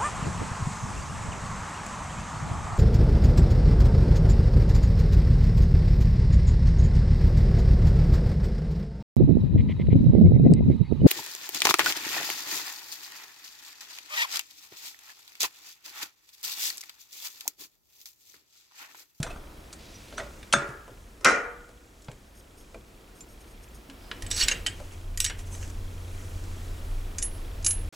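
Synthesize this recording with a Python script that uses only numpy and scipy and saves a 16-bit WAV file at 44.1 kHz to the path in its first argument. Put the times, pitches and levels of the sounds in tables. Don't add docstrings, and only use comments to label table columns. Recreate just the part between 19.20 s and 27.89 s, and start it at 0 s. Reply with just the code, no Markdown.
import sys
import numpy as np
from scipy import signal
from scipy.io import wavfile
from scipy.ndimage import uniform_filter1d

SR = 44100
rng = np.random.default_rng(int(sys.argv[2]) if len(sys.argv) > 2 else 0)


def boost_factor(decibels):
    exponent = np.asarray(decibels, float) / 20
    return 10 ** exponent


def wrap_up_sound(samples):
    columns = np.atleast_2d(samples).T
    tamed = np.clip(columns, -1, 1)
    steps = np.round(tamed * 32767).astype(np.int16)
    wavfile.write(sys.argv[1], SR, steps)


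N = 383217

# t/s, peak level/dB, thud under it/dB, edge
# over it/dB
DAMPED_TAPS = [(0.0014, -52, 11, 8), (0.0287, -22, -22, -1), (0.0454, -51.5, 18.5, -9),
               (0.5274, -46, -12, 12), (0.534, -41.5, -21, 1), (0.925, -43, 4, -20.5),
               (1.2288, -37, -21, -11), (1.4892, -47, 4, -2), (1.6781, -56, 19, 3), (2.4905, -52.5, 5, -2),
               (2.8202, -63, 3, 14), (2.845, -63.5, 1, 14), (2.8836, -38, 2, -26), (2.9148, -42.5, -23, -5),
               (3.5445, -44, 6.5, -9), (4.006, -48.5, -16, 4), (4.241, -52, -17, -10),
               (4.698, -38, -29, -7.5), (4.9136, -23.5, -17, -18.5), (5.5995, -47.5, 13.5, 0),
               (5.4633, -39.5, 4.5, -30), (5.314, -41, 5, -30), (6.098, -28, -17, -6),
               (6.1048, -29, -32, -21.5)]
# f/Hz, level/dB, time to fade 60 dB/s
GEAR_RIM = [(5680, -6, .07), (7885, 1, .08), (10400, -16, .06)]
# f/Hz, level/dB, time to fade 60 dB/s
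GEAR_HUB = [(1980, -9, .03), (2760, -7, 0.04), (3105, -10, 0.04), (4440, -13, 0.029), (6560, -11, 0.03)]
# t/s, peak level/dB, brightness step per band/dB, ring/dB
WASHER_PINGS = [
    (7.9835, -28, 4.5, -25),
    (8.0195, -37, 6, -21),
    (8.0249, -25.5, 9, -30),
    (8.4259, -46, 5, -23),
    (8.4455, -25, 9, -28),
    (8.4625, -20, 9, -29.5),
    (8.465, -24.5, 1, -32),
    (8.5078, -25.5, 8, -30),
]


def rms_one(x):
    return x / np.sqrt(np.mean(x ** 2) + 1e-20)


def in_time(rows):
    s, *columns = np.transpose(rows)
    return [np.interp(np.arange(N) / SR, s, c, left=-150, right=-150) for c in columns]


def at_hz(points, hz):
    pitches, values = np.array(points)[:, 0], np.array(points)[:, 1]
    return np.interp(np.log(hz), np.log(pitches), values)


def band(x, low_hz, high_hz):
    return signal.sosfilt(signal.butter(2, [low_hz, high_hz], "band", fs=SR, output="sos"), x)


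def drift(rate):
    r = np.exp(-80 * np.pi * rate / SR)
    white = rng.standard_normal(N // 40 + 2002)
    slow = signal.lfilter([1], [1, -2 * r, r * r], white)[2000:]
    return np.interp(np.arange(N) / 40, np.arange(len(slow)), rms_one(slow))


def ring(force, modes):
    out = 0
    for k, (hz, level_db, t60) in enumerate(modes):
        r, w = boost_factor(-60 / (t60 * SR)), 2 * np.pi * hz / SR
        gain = (-1) ** k * boost_factor(level_db) * np.sin(w)
        out = out + signal.lfilter([0, gain], [1, -2 * r * np.cos(w), r * r], force + 1e-18)
    return out


def banded_noise(spectrum, low_hz, count, patchy_db):
    # f/Hz, likeness/0 to 1
    likeness = [(100, 0.55), (250, 0.94), (1000, 0.27), (2500, 0.13), (4000, 0.94), (12000, 1)]
    out, white = 0, rng.standard_normal((2, 2, N))
    edges = low_hz * 2 ** (np.arange(count + 1) / 2)
    for k, (low, high) in enumerate(zip(edges, edges[1:])):
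        mid, side = band(white[k % 2], low, high)
        hz = np.sqrt(low * high)
        alike = np.clip(at_hz(likeness, hz), 0, 1)
        gain = boost_factor(at_hz(spectrum, hz) + patchy_db * drift(2.54))
        out = out + gain * (np.sqrt(1 + alike) * mid + np.sqrt(1 - alike) * side * [[1], [-1]])
    return rms_one(out)


def contacts(events, rough_share):
    force, t = np.zeros((4, N + 4096)), np.arange(4096) / SR
    chatter, share = rng.standard_normal((len(events), 4096)), np.array(rough_share)[:, None]
    for (s, *levels_db, ms), rough in zip(events, chatter):
        push = np.minimum(t / .0006, 1) * np.exp(-3000 * t / max(ms, .3))
        first = round(s * SR)
        force[:, first:first + 4096] += boost_factor(levels_db)[:, None] * push * (share * rough + 1 - share)
    return force[:, :N] + 1e-18


def blows(events, bench_db, thud_db, edge_db):
    low_hz, high_hz, bench_under_thud_db = 1000, 4000, -16.5
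    rows = [(s, db, db + low + bench_under_thud_db, db + low, db + high, ms)
            for s, db, low, high, ms in events]
    body, bench, thud, edge = contacts(rows, (1, 0, .8, 1))
    body = band(band(body, low_hz, high_hz), 700, 5000)
    edge = band(band(edge, high_hz, 9660), 2060, 11400)
    return (boost_factor(bench_db) * band(bench, 96, 290) + boost_factor(thud_db) * band(thud, 325, low_hz)
            + boost_factor(6.0) * body + boost_factor(edge_db) * edge)


def strikes(events):
    out = np.zeros(N)
    out[[round(row[0] * SR) for row in events]] = boost_factor([row[1] + 0.52 * row[2] for row in events])
    return out


def grit(per_s, spread_db):
    sizes = boost_factor(spread_db * np.minimum(rng.exponential(1, N), 5)) * rng.choice([-1, 1], N)
    return rms_one(sizes * (rng.random(N) < per_s / SR))


def strokes(rows, rise_share):
    t, out = np.arange(0, N + 32, 32) / SR, 0
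    for s, level_db, hold, fade in rows:
        away = np.maximum(np.maximum((s - t) / rise_share, t - s - hold), 0)
        out = out + boost_factor(level_db - 20 * away / max(fade, .005))
    return np.interp(np.arange(N) / SR, t, out)


def held_rings(events, rough_db):
    out, t, flutter = np.zeros(N + SR), np.arange(SR // 4) / SR, rough_db * drift(260)
    for k, (s, level_db, hz, hold, t60) in enumerate(events):
        fade_db = 60 * np.maximum(t - hold, 0) / max(t60, .005)
        shape_db = level_db - fade_db + flutter[k * 5000:][:SR // 4]
        swell = np.minimum(t / .0015, 1)
        out[round(s * SR):][:SR // 4] += boost_factor(shape_db) * swell * np.sin(2 * np.pi * hz * t)
    return out[:N]


def dense_tail(x, colour, t60s, alike):
    t, tail = np.arange(SR) / SR, 0
    common, own = rng.standard_normal((2, 2, SR))
    for k, hz in enumerate(100 * 2 ** np.arange(0, 7.1, .25)):
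        white = common[k % 2] + (1 - alike) * min(hz / 1000, 1) * own[k % 2] * [[1], [-1]]
        fading = boost_factor(at_hz(colour, hz) - 60 * t / at_hz(t60s, hz))
        tail = tail + band(white, hz / 2 ** .125, hz * 2 ** .125) * fading
    tail = tail * np.clip(t / 0.0019, 0, 1) / np.sqrt(SR)
    return signal.fftconvolve(x[None], tail, axes=1)[:, :N]


def tilted(events, middle_db, ms):
    return [(s, db - tilt, db + middle_db, db + tilt, db + rung, ms) for s, db, tilt, rung in events]


def clinks(events, edges_hz, free_modes, held_modes, ring_db, held_db):
    *forces, free = contacts(events, (1, 1, 1, 1))
    crack = sum(boost_factor(gain_db) * band(band(force, low, high), low / 1.86, high * 0.78)
                for force, gain_db, low, high in zip(forces, (4, 6, 6), edges_hz, edges_hz[1:]))
    return crack + boost_factor(held_db) * ring(crack, held_modes) + boost_factor(ring_db) * ring(free, free_modes)


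def room_air():
    # f/Hz, level per Hz/dB
    air_colour = [(65, -41), (110, -9.5), (130, -12.5), (237, -9), (317, -9.5), (352, -10.5), (898, -18.5),
                  (1100, -27), (1200, -19.5), (3000, -26), (3260, -26.5), (15800, -36.5)]
    return banded_noise(air_colour, 90, count=15, patchy_db=0.5)


def lens_ticks():
    ticks_per_s, t = 29.97, np.arange(N) / SR
    since_tick = ((t - .005) * ticks_per_s % 1) / ticks_per_s
    steps = np.exp(-since_tick / .005) * boost_factor(1.5 * drift(10))
    return boost_factor(-16.0) * rms_one(ring(steps * rng.standard_normal(N),
                                     [(2360, 0.012, 0.0088), (3320, 0.008, 0.0084)]))


def whine():
    return boost_factor(-84) * rms_one(ring(rng.standard_normal(N), [(7870, 0, .05)]))


def rumble(air_db, hum_db):
    # f/Hz, level per Hz/dB
    deep_colour = [(12, -1), (25, 14), (40, 2), (60, -7.5), (90, -2.5), (125, -37.5)]
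    # t/s, level/dB, hold/s, fade by 20 dB/s
    gusts = [
        (0.001, -41, .01, .5),
        (3.38, -58, 0.068, 0.5),
        (4.09, -50.5, 0.011, -1.1),
        (4.69, -55, 0.008, -2),
        (5.23, -31, 0.026, -0.11),
        (6.3, -35, 0.071, 1.3),
        (7.16, -27, 0.0096, -0.34),
        (7.5, -40, 0.83, 0),
        (8.66, -34.5, 0.037, 1.06),
    ]
    over_air_db, motor_shake_db = 5, -40.5
    shake = boost_factor(motor_shake_db) * (hum_db > -100) + boost_factor(hum_db - 26)
    deep, other = banded_noise(deep_colour, 12.05, count=7, patchy_db=2.0)[0], rng.standard_normal(N)
    room = boost_factor(air_db + over_air_db) * rms_one(band(other, 27.0, 70.0))
    return room + np.hypot(shake, strokes(gusts, 0.94)) * deep


def thumps_and_squeaks():
    # t/s, peak level/dB, f/Hz, time to fade 60 dB/s
    thumps = [(.001, -18.5, 142, 0.07), (.029, -26, 200, 0.026), (.142, -56, 202, 0.036),
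              (0.161, -31, 199, 0.023), (1.337, -28, 198, 0.059), (1.35, -23.5, 218, 0.083),
              (1.368, -28, 139, 0.16), (1.489, -35, 129, 0.14), (2.053, -32.5, 139, 0.14),
              (2.063, -32, 221, 0.037), (2.886, -28.5, 136, 0.067), (4.69, -44, 274, 0.43)]
    # t/s, peak level/dB, f/Hz, time to fade 60 dB/s
    squeaks = [(.066, -49, 5840, 0.15), (.585, -58, 4600, .3), (.66, -56, 3890, .25),
               (.74, -50, 5850, 0.13), (0.754, -46, 5840, .08), (0.973, -37, 5950, 0.073),
               (4.008, -38, 7200, 0.075), (4.485, -52, 7260, 0.051), (5.315, -18.5, 2777, 0.056),
               (1.326, -16, 3210, 0.034), (1.326, -20, 5940, 0.042), (1.326, -19, 9100, 0.027),
               (2.046, -15.5, 2470, 0.032)]
    out, t = np.zeros(N), np.arange(SR // 4) / SR
    for s, level_db, hz, t60 in squeaks + thumps:
        shape = boost_factor(level_db - 60 * t / t60) * np.minimum(t / .002, 1)
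        out[round(s * SR):][:SR // 4] += shape * np.sin(2 * np.pi * hz * t)
    return out


def taps():
    contact_ms = 13.3
    return blows([row + (contact_ms,) for row in DAMPED_TAPS], 2.1, 14.0, 5.0)


def rubs():
    # t/s, level/dB, f/Hz, hold/s, time to fade 60 dB/s
    faint = [(.104, -47.5, 2590, 0.013, 0.028), (.102, -41, 693, 0.011, .04),
             (.981, -38.5, 1500, 0.01, .03), (.998, -33, 1930, 0.0051, 0.034),
             (.99, -38, 650, 0.017, 0.066), (5.16, -57, 15200, .12, .05), (5.16, -57, 13000, .12, .05),
             (5.225, -44, 12100, .01, .04), (.03, -46.5, 651, 0.028, 0.18),
             (3.545, -48.5, 650, 0.008, 0.064), (3.545, -54, 2410, 0.0046, .05),
             (4.82, -63, 5000, 0.11, .05), (5.064, -42, 7850, .008, .03), (5.064, -43, 8600, .006, .02),
             (5.31, -47, 524, 0.023, 0.087), (6.002, -44, 12800, .004, 0.06), (6.003, -43, 15200, .01, .12),
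             (6.27, -56, 6200, .01, .03), (6.32, -48.5, 6220, 0.029, .05), (6.327, -49, 8070, .012, .04),
             (6.425, -48.5, 6460, 0.0068, .03), (6.427, -50.5, 2770, 0.013, .05)]
    # t/s, level/dB, f/Hz, hold/s, time to fade 60 dB/s
    gear_rubs = [(5.102, -41, 7750, .008, .03), (5.112, -24, 7880, .003, 0.041),
                 (5.112, -29, 5680, 0.0035, 0.062), (5.112, -30, 3620, 0.0036, 0.045),
                 (5.14, -43, 7870, .02, .03), (5.14, -46, 5680, .02, .03), (5.162, -43, 7800, 0.044, .03),
                 (5.163, -38, 4390, 0.026, .03), (5.163, -40, 5600, 0.025, .05),
                 (5.173, -44, 10500, 0.045, .08), (5.206, -24.5, 4380, 0.02, .04),
                 (5.221, -29, 2870, 0.012, 0.031), (5.222, -42, 3780, .015, .04),
                 (5.225, -33, 7870, .017, 0.097), (5.226, -26.5, 5550, 0.01, 0.055),
                 (5.274, -38, 4360, .008, .02), (5.284, -27.5, 2167, .004, 0.063),
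                 (5.284, -22, 7120, 0.0022, .02), (5.313, -19.5, 6465, 0.0018, 0.034),
                 (5.45, -51, 4200, .006, .02), (5.463, -21, 3050, 0.005, 0.029),
                 (5.463, -35, 1907, 0.0088, 0.058), (5.468, -32, 7800, .003, 0.045),
                 (5.476, -34, 3050, 0.0086, .04), (5.49, -54, 3190, 0.02, 0.3),
                 (5.284, -30, 2600, 0.0043, 0.047), (5.335, -44, 2760, .02, 0.25),
                 (5.974, -25.5, 7000, .002, 0.026), (5.975, -36, 11400, .004, 0.034),
                 (6.002, -23.5, 7850, 0.0037, 0.048), (6.004, -30.5, 5690, .004, 0.12),
                 (6.043, -31.5, 3770, 0.0027, 0.067), (6.047, -22, 6519, .004, .025),
                 (6.06, -41, 7900, 0.012, 0.13), (6.062, -38, 5690, 0.014, 0.13),
                 (6.098, -39.5, 1750, 0.0081, 0.032), (6.113, -47, 2980, 0.011, .04)]
    return held_rings(gear_rubs + faint, 5.5)


def case():
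    # t/s, peak level/dB, thud under it/dB, edge over it/dB, contact/ms
    knocks = [(0.0656, -43, 11, -17, 17), (0.1008, -45.5, -1, -8, 60), (0.1605, -55.5, 20.5, -11, 9.8),
              (0.9789, -35, -2.5, -8, 48), (0.9975, -36, 0.5, -18, 28), (1.3256, -19.5, -38, -7.5, 36),
              (1.3338, -16.5, -14, -2, 11), (1.3375, -8.5, -4, -24, 5.3), (1.419, -45.5, 17.5, -25, 23),
              (2.01, -56, 17.5, 10.5, 8.7), (2.0444, -22.5, -3, -13.5, 4.1), (2.0464, -6.5, -17, -2, 6.1),
              (2.0521, -4, -13, -24, 8.3), (2.0565, -10, -12, -15, 6.4)]
    # f/Hz, level/dB, time to fade 60 dB/s
    hollow = [(614, -15, 0.028), (1358, -6, 0.03), (1564, -13, 0.073), (2016, -12.5, 0.019)]
    # f/Hz, level/dB, time to fade 60 dB/s
    loose_modes = [(570, 3.5, 0.45), (1234, 6.5, 0.34), (1349, -2, 0.21), (1395, 8, 0.16), (3585, 9.5, 0.1),
                   (5950, -5, 0.11), (6460, 10, 0.1), (8240, 3.5, 0.17), (665, 5, 0.25), (1910, -1, .15),
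                   (3500, 6.5, 0.13), (7180, -8, .25), (9000, -6, 0.13), (11700, -16.5, .12)]
    # f/Hz, level/dB, time to fade 60 dB/s
    seated_modes = [(480, -7.5, 1.13), (524, 2, .3), (1072, 2, 0.26), (1260, 1, 0.25), (1280, 6, 0.4),
                    (1306, 1, 0.3), (1350, 3.5, 0.35), (1430, 2.5, 0.6), (1850, 4.5, 0.33), (1563, 1, .3),
                    (2050, 2, 0.28), (2068, 2, 0.25), (2730, -5, 0.34), (5680, 1, 0.2)]
    # f/Hz, level per Hz/dB
    shell_colour = [(100, -22.5), (200, 1.5), (330, -2.5), (560, 0), (750, -8.5), (1050, -6), (1340, 5),
                    (1680, -9), (2100, 0.5), (2450, -11.5), (3000, -10.5), (4200, -18), (5800, -9),
                    (13000, -30)]
    # f/Hz, time to fade 60 dB/s
    shell_t60 = [(100, 0.33), (500, 0.63), (1000, 0.61), (1400, 0.7), (2000, 0.54), (3000, 0.32),
                 (6000, 0.33), (12000, 0.37)]
    seated_s, loose_top_hz = 1.9, 11500
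    chatter_s, gap_s, chatter_ms = 2.0604, .012, 18
    first_db, loss_db, thud_db, edge_db = -21, 4.5, -26, -33.5
    chatter = [(chatter_s + k * gap_s, db, thud_db - db, edge_db - db, chatter_ms)
               for k, db in enumerate(first_db - loss_db * np.arange(5))]
    force, clicks = blows(knocks + chatter, 1.7, 14.8, 9.2), strikes(knocks)
    seated = np.arange(N) > seated_s * SR
    crack = boost_factor(np.where(seated, -5.0, -.5)) * force
    boom_force = boost_factor(np.where(seated, 3.0, 9.0)) * clicks
    boom_force = boom_force + boost_factor(21) * strikes(chatter) + boost_factor(1.5) * strikes(DAMPED_TAPS)
    modes = boost_factor(-23) * ring(clicks * ~seated, loose_modes) + boost_factor(-20) * ring(clicks * seated, seated_modes)
    shell = dense_tail(boost_factor(np.where(seated, 23.0, 18.0)) * force, shell_colour, shell_t60, 0.4)
    bright = crack + ring(boom_force, hollow) + modes
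    dull = signal.sosfilt(signal.butter(6, loose_top_hz, fs=SR, output="sos"), bright)
    return np.where(seated, bright, dull) + shell


def drum_turning():
    # t/s, level/dB, hold/s, fade by 20 dB/s
    drag = [
        (.59, -56.5, 0.48, -0.3),
    ]
    # t/s, level/dB, hold/s
    turning = [
        (3.155, -65, .045),
        (3.378, -65, .04),
        (3.955, -67, .065),
        (4.092, -67, .04),
        (4.208, -63, .008),
        (4.275, -66, .045),
        (4.432, -60, .008),
        (4.55, -60, .01),
    ]
    # f/Hz, level/dB, time to fade 60 dB/s
    drum_modes = [(5260, -3.5, 0.004), (6580, -7, 0.011), (8700, -6, 0.013), (11450, -5, 0.006)]
    push_fade_s = .03
    slips = grit(3300, 1.0)
    pushes = strokes([row + (push_fade_s,) for row in turning], 0.48)
    dragged = strokes(drag, 1.0) * rms_one(band(slips, 2000, 5700))
    return boost_factor(5.5) * pushes * rms_one(ring(slips, drum_modes)) + dragged


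def sleeve():
    # t/s, level/dB, hold/s, fade by 20 dB/s
    brushes = [(.982, -59, .002, 1.25), (2.808, -67, .125, 4), (5.582, -55, 0.029, 0.47),
               (1.48, -60, 0.03, .08), (5.72, -56.5, 0.02, -0.83), (6.19, -55, 0.015, 0.04),
               (6.268, -57, .008, 0.03), (6.325, -52, 0.03, 0.05), (6.42, -52, .01, 0.17),
               (6.5, -52.5, .005, -0.2), (6.994, -56, 0.0021, 0.7), (7.24, -50, .002, -0.11),
               (7.45, -60, 0.11, 1)]
    # f/Hz, level per Hz/dB
    cloth = [(700, 4.5), (2000, 5), (4000, -4), (7000, 5), (9500, -2.5), (12000, -17.5), (15000, -29)]
    return boost_factor(1.0) * strokes(brushes, 0.56) * banded_noise(cloth, 708, count=9, patchy_db=-2.0)


def hum(hum_db):
    # f/Hz, level/dB
    motor_tones = [(88.6, 3), (99.5, -7.5), (177.2, -17.5), (232, -22)]
    t = np.arange(N) / SR
    running = np.clip((t - 5.0) / 0.053, 0, 1)
    tones = sum(boost_factor(db + 0.5 * drift(2.6)) * np.sin(2 * np.pi * hz * t) for hz, db in motor_tones)
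    return running * boost_factor(hum_db) * tones


def gear_clinks():
    # t/s, peak level/dB, brightness step per band/dB, ring of the rim/dB
    gear_hits = [(5.0219, -32.5, -2.5, -32), (5.0635, -37, -4, -30), (5.103, -41, 3, -9),
                 (5.1125, -24.5, -2, -20), (5.163, -29.5, 0.5, -14), (5.1759, -27.5, 0, -17),
                 (5.2079, -28, -5, -18), (5.2115, -22.5, -8, -18), (5.2215, -29, -5, -23),
                 (5.2283, -29, -10, -17), (5.2828, -15, -4, -40), (5.3132, -25.5, -7.5, -21),
                 (5.3195, -27.5, -12, -11), (5.4627, -21.5, -6.5, -15), (5.4677, -24.5, -0.5, -24),
                 (5.4765, -44, -13, -20), (5.9738, -29, -0.5, -26), (6.0018, -16.5, 2, -12),
                 (6.043, -20, 1.5, -20), (6.0487, -22, 1, -18), (6.0619, -25.5, -5, -15),
                 (6.1907, -42.5, -6, -30), (6.3279, -58.5, 0, -27), (6.3498, -43, -4, -30),
                 (6.4267, -51, -17, -30), (6.476, -55, 9, -30)]
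    middle_db, contact_ms = 2.5, 11.1
    return clinks(tilted(gear_hits, middle_db, contact_ms), (1600, 3500, 7000, 13000),
                  GEAR_RIM, GEAR_HUB, -19.0, -34.0)


def meshing():
    # t/s, level/dB, centre of the scrape f/Hz
    slides = [(5.08, -64, 4860), (5.096, -72, 4800), (5.112, -30.5, 4770), (5.15, -36.5, 5000),
              (5.205, -23.5, 4540), (5.217, -32, 4300), (5.225, -19.5, 3820), (5.24, -25, 3450),
              (5.258, -40, 3000), (5.266, -54, 4050), (5.282, -30, 4040), (5.42, -57, 2570)]
    level_db, centre_hz = in_time(slides)
    slips = boost_factor(level_db - 4.5 + 1.2 * drift(60)) * grit(2600, 1.1)
    scrape = 0
    for hz in np.geomspace(2000, 7000, 6):
        nearness = np.exp(-(np.log(np.maximum(centre_hz, 100) / hz) / .25) ** 2)
        scrape = scrape + nearness * band(slips, hz / 1.15, hz * 1.15)
    rung = boost_factor(-31.5) * ring(slips, GEAR_RIM) + boost_factor(-30.5) * ring(slips, GEAR_HUB)
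    return boost_factor(8.0) * scrape + boost_factor(2.0) * band(slips, 1550, 7600) + rung


def washer_clinks():
    # f/Hz, level/dB, time to fade 60 dB/s
    washer_modes = [(10594, 0, .22), (10640, -13, .3), (10952, -8, .13)]
    # f/Hz, level/dB, time to fade 60 dB/s
    shaft_modes = [(2980, -16, 0.03), (4720, -22, 0.01)]
    middle_db, contact_ms = 7.5, 15.6
    return clinks(tilted(WASHER_PINGS, middle_db, contact_ms), (1400, 5900, 9300, 11500),
                  washer_modes, shaft_modes, -18.0, -17.5)


def washer_seating():
    # t/s, level/dB, f/Hz, hold/s, time to fade 60 dB/s
    shaft_rings = [
        (7.984, -38, 8700, 0.0055, .03),
        (7.985, -32, 6700, .002, .015),
        (8.026, -26, 6860, .002, .015),
        (8.026, -30, 8670, .005, .03),
        (8.464, -28, 4700, 0.0035, 0.02),
        (8.464, -30, 6465, 0.0034, 0.021),
        (8.463, -25, 8500, 0.006, 0.027),
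        (8.509, -33, 6900, .004, .025),
    ]
    return held_rings(shaft_rings, 5.5)


def washer_singing():
    # t/s, level/dB, f/Hz, hold/s, time to fade 60 dB/s
    songs = [
        (8.025, -26, 10594, .032, .12),
        (8.12, -50, 10594, .035, .2),
        (8.4455, -24, 10952, .003, .1),
        (8.4455, -33, 10594, .015, .03),
        (8.463, -21, 10594, .055, .1),
        (8.478, -26, 10952, .015, .1),
        (8.53, -35, 10594, .01, .3),
        (8.53, -42, 10640, .01, .3),
    ]
    return held_rings(songs, .7)


def room_echo(hits, touches):
    # f/Hz, level per Hz/dB
    room_colour = [(150, 25.5), (800, 6.5), (2000, 3.5), (4000, -5), (7000, 5), (10000, -0.5), (13000, -16)]
    # f/Hz, time to fade 60 dB/s
    room_t60 = [(150, 0.46), (800, 0.15), (3000, 0.35), (6000, 0.1), (12000, 0.23)]
    echo = boost_factor(12.5) * dense_tail(hits, room_colour, room_t60, 0.73)
    return echo + boost_factor(3) * dense_tail(touches, room_colour, room_t60, 0.6)


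def scene():
    # t/s, level/dB
    air_gain = [(0.0, -52), (0.22, -53.5), (1.21, -54), (1.6, -57), (1.96, -57.5), (2.7, -60), (3.5, -58),
                (4.69, -55), (5.08, -49), (5.33, -47.5), (5.5, -52.5), (5.98, -54.5), (6.4, -52),
                (7.5, -50.5), (8.69, -50)]
    # t/s, level/dB
    motor = [
        (5.0, -40.5),
        (5.2, -46),
        (5.33, -75),
        (5.44, -45),
        (5.98, -47),
        (6.36, -40),
        (7.35, -40),
        (8.18, -48.5),
        (8.69, -35),
    ]
    gear_pan_db, washer_pan_db, snap_db = 1.5, .9, 8
    (air_db,), (hum_db,) = in_time(air_gain), in_time(motor)
    gears, washer, tapping = gear_clinks() + meshing(), washer_clinks(), taps()
    rubbing, seating = rubs(), washer_seating()
    echo = room_echo(gears + boost_factor(0.5) * washer + boost_factor(-1.5) * tapping, rubbing + seating)
    snap = boost_factor(snap_db) * band(strikes(WASHER_PINGS), 3300, 10000)
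    washer = washer + snap + seating + washer_singing()
    small = (gears + rubbing) * boost_factor([[-gear_pan_db], [gear_pan_db]])
    small = small + washer * boost_factor([[-washer_pan_db], [washer_pan_db]]) + tapping + echo
    metal = case() * boost_factor([[.2], [-.2]]) + small + drum_turning() + thumps_and_squeaks()
    air = boost_factor(air_db + 3) * (room_air() + lens_ticks())
    return metal + air + whine() + rumble(air_db, hum_db) + hum(hum_db) + sleeve()


def treble_gaps(x):
    # t/s, length/s
    gap_times = [
        (1.318, .03),
        (5.289, .009),
        (5.462, .018),
    ]
    t, end = np.arange(N) / SR, 6 * SR
    gaps = sum((t > s) & (t < s + length) for s, length in gap_times)
    top = signal.sosfiltfilt(signal.butter(8, 12500, "high", fs=SR, output="sos"), x[:, :end])
    return np.hstack([x[:, :end] - top * uniform_filter1d(gaps * 1., 60)[:end], x[:, end:]])


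def washer_hides_treble(x):
    above_hz, loud_db = 11300, -47
    first = round(WASHER_PINGS[0][0] * SR)
    late = x[:, first:]
    ringing = uniform_filter1d(band(late[0], 10450, 10750) ** 2, 1500) > boost_factor(2 * loud_db)
    top = signal.sosfiltfilt(signal.butter(8, above_hz, "high", fs=SR, output="sos"), late)
    return np.hstack([x[:, :first], late - top * uniform_filter1d(ringing * 1., 200)])


def top_cut(x):
    return signal.sosfilt(signal.butter(12, 15960, fs=SR, output="sos"), x)


def record(dry):
    mid, side = (dry[0] + dry[1]) / 2, (dry[0] - dry[1]) / 2
    side = signal.sosfilt(signal.butter(2, 200, "high", fs=SR, output="sos"), side)
    both = washer_hides_treble(np.array([mid + side, mid - side]))
    top = 1.1
    return top_cut(treble_gaps(top * np.tanh(both / top)))


dry = scene()
out = record(dry)
wrap_up_sound(out)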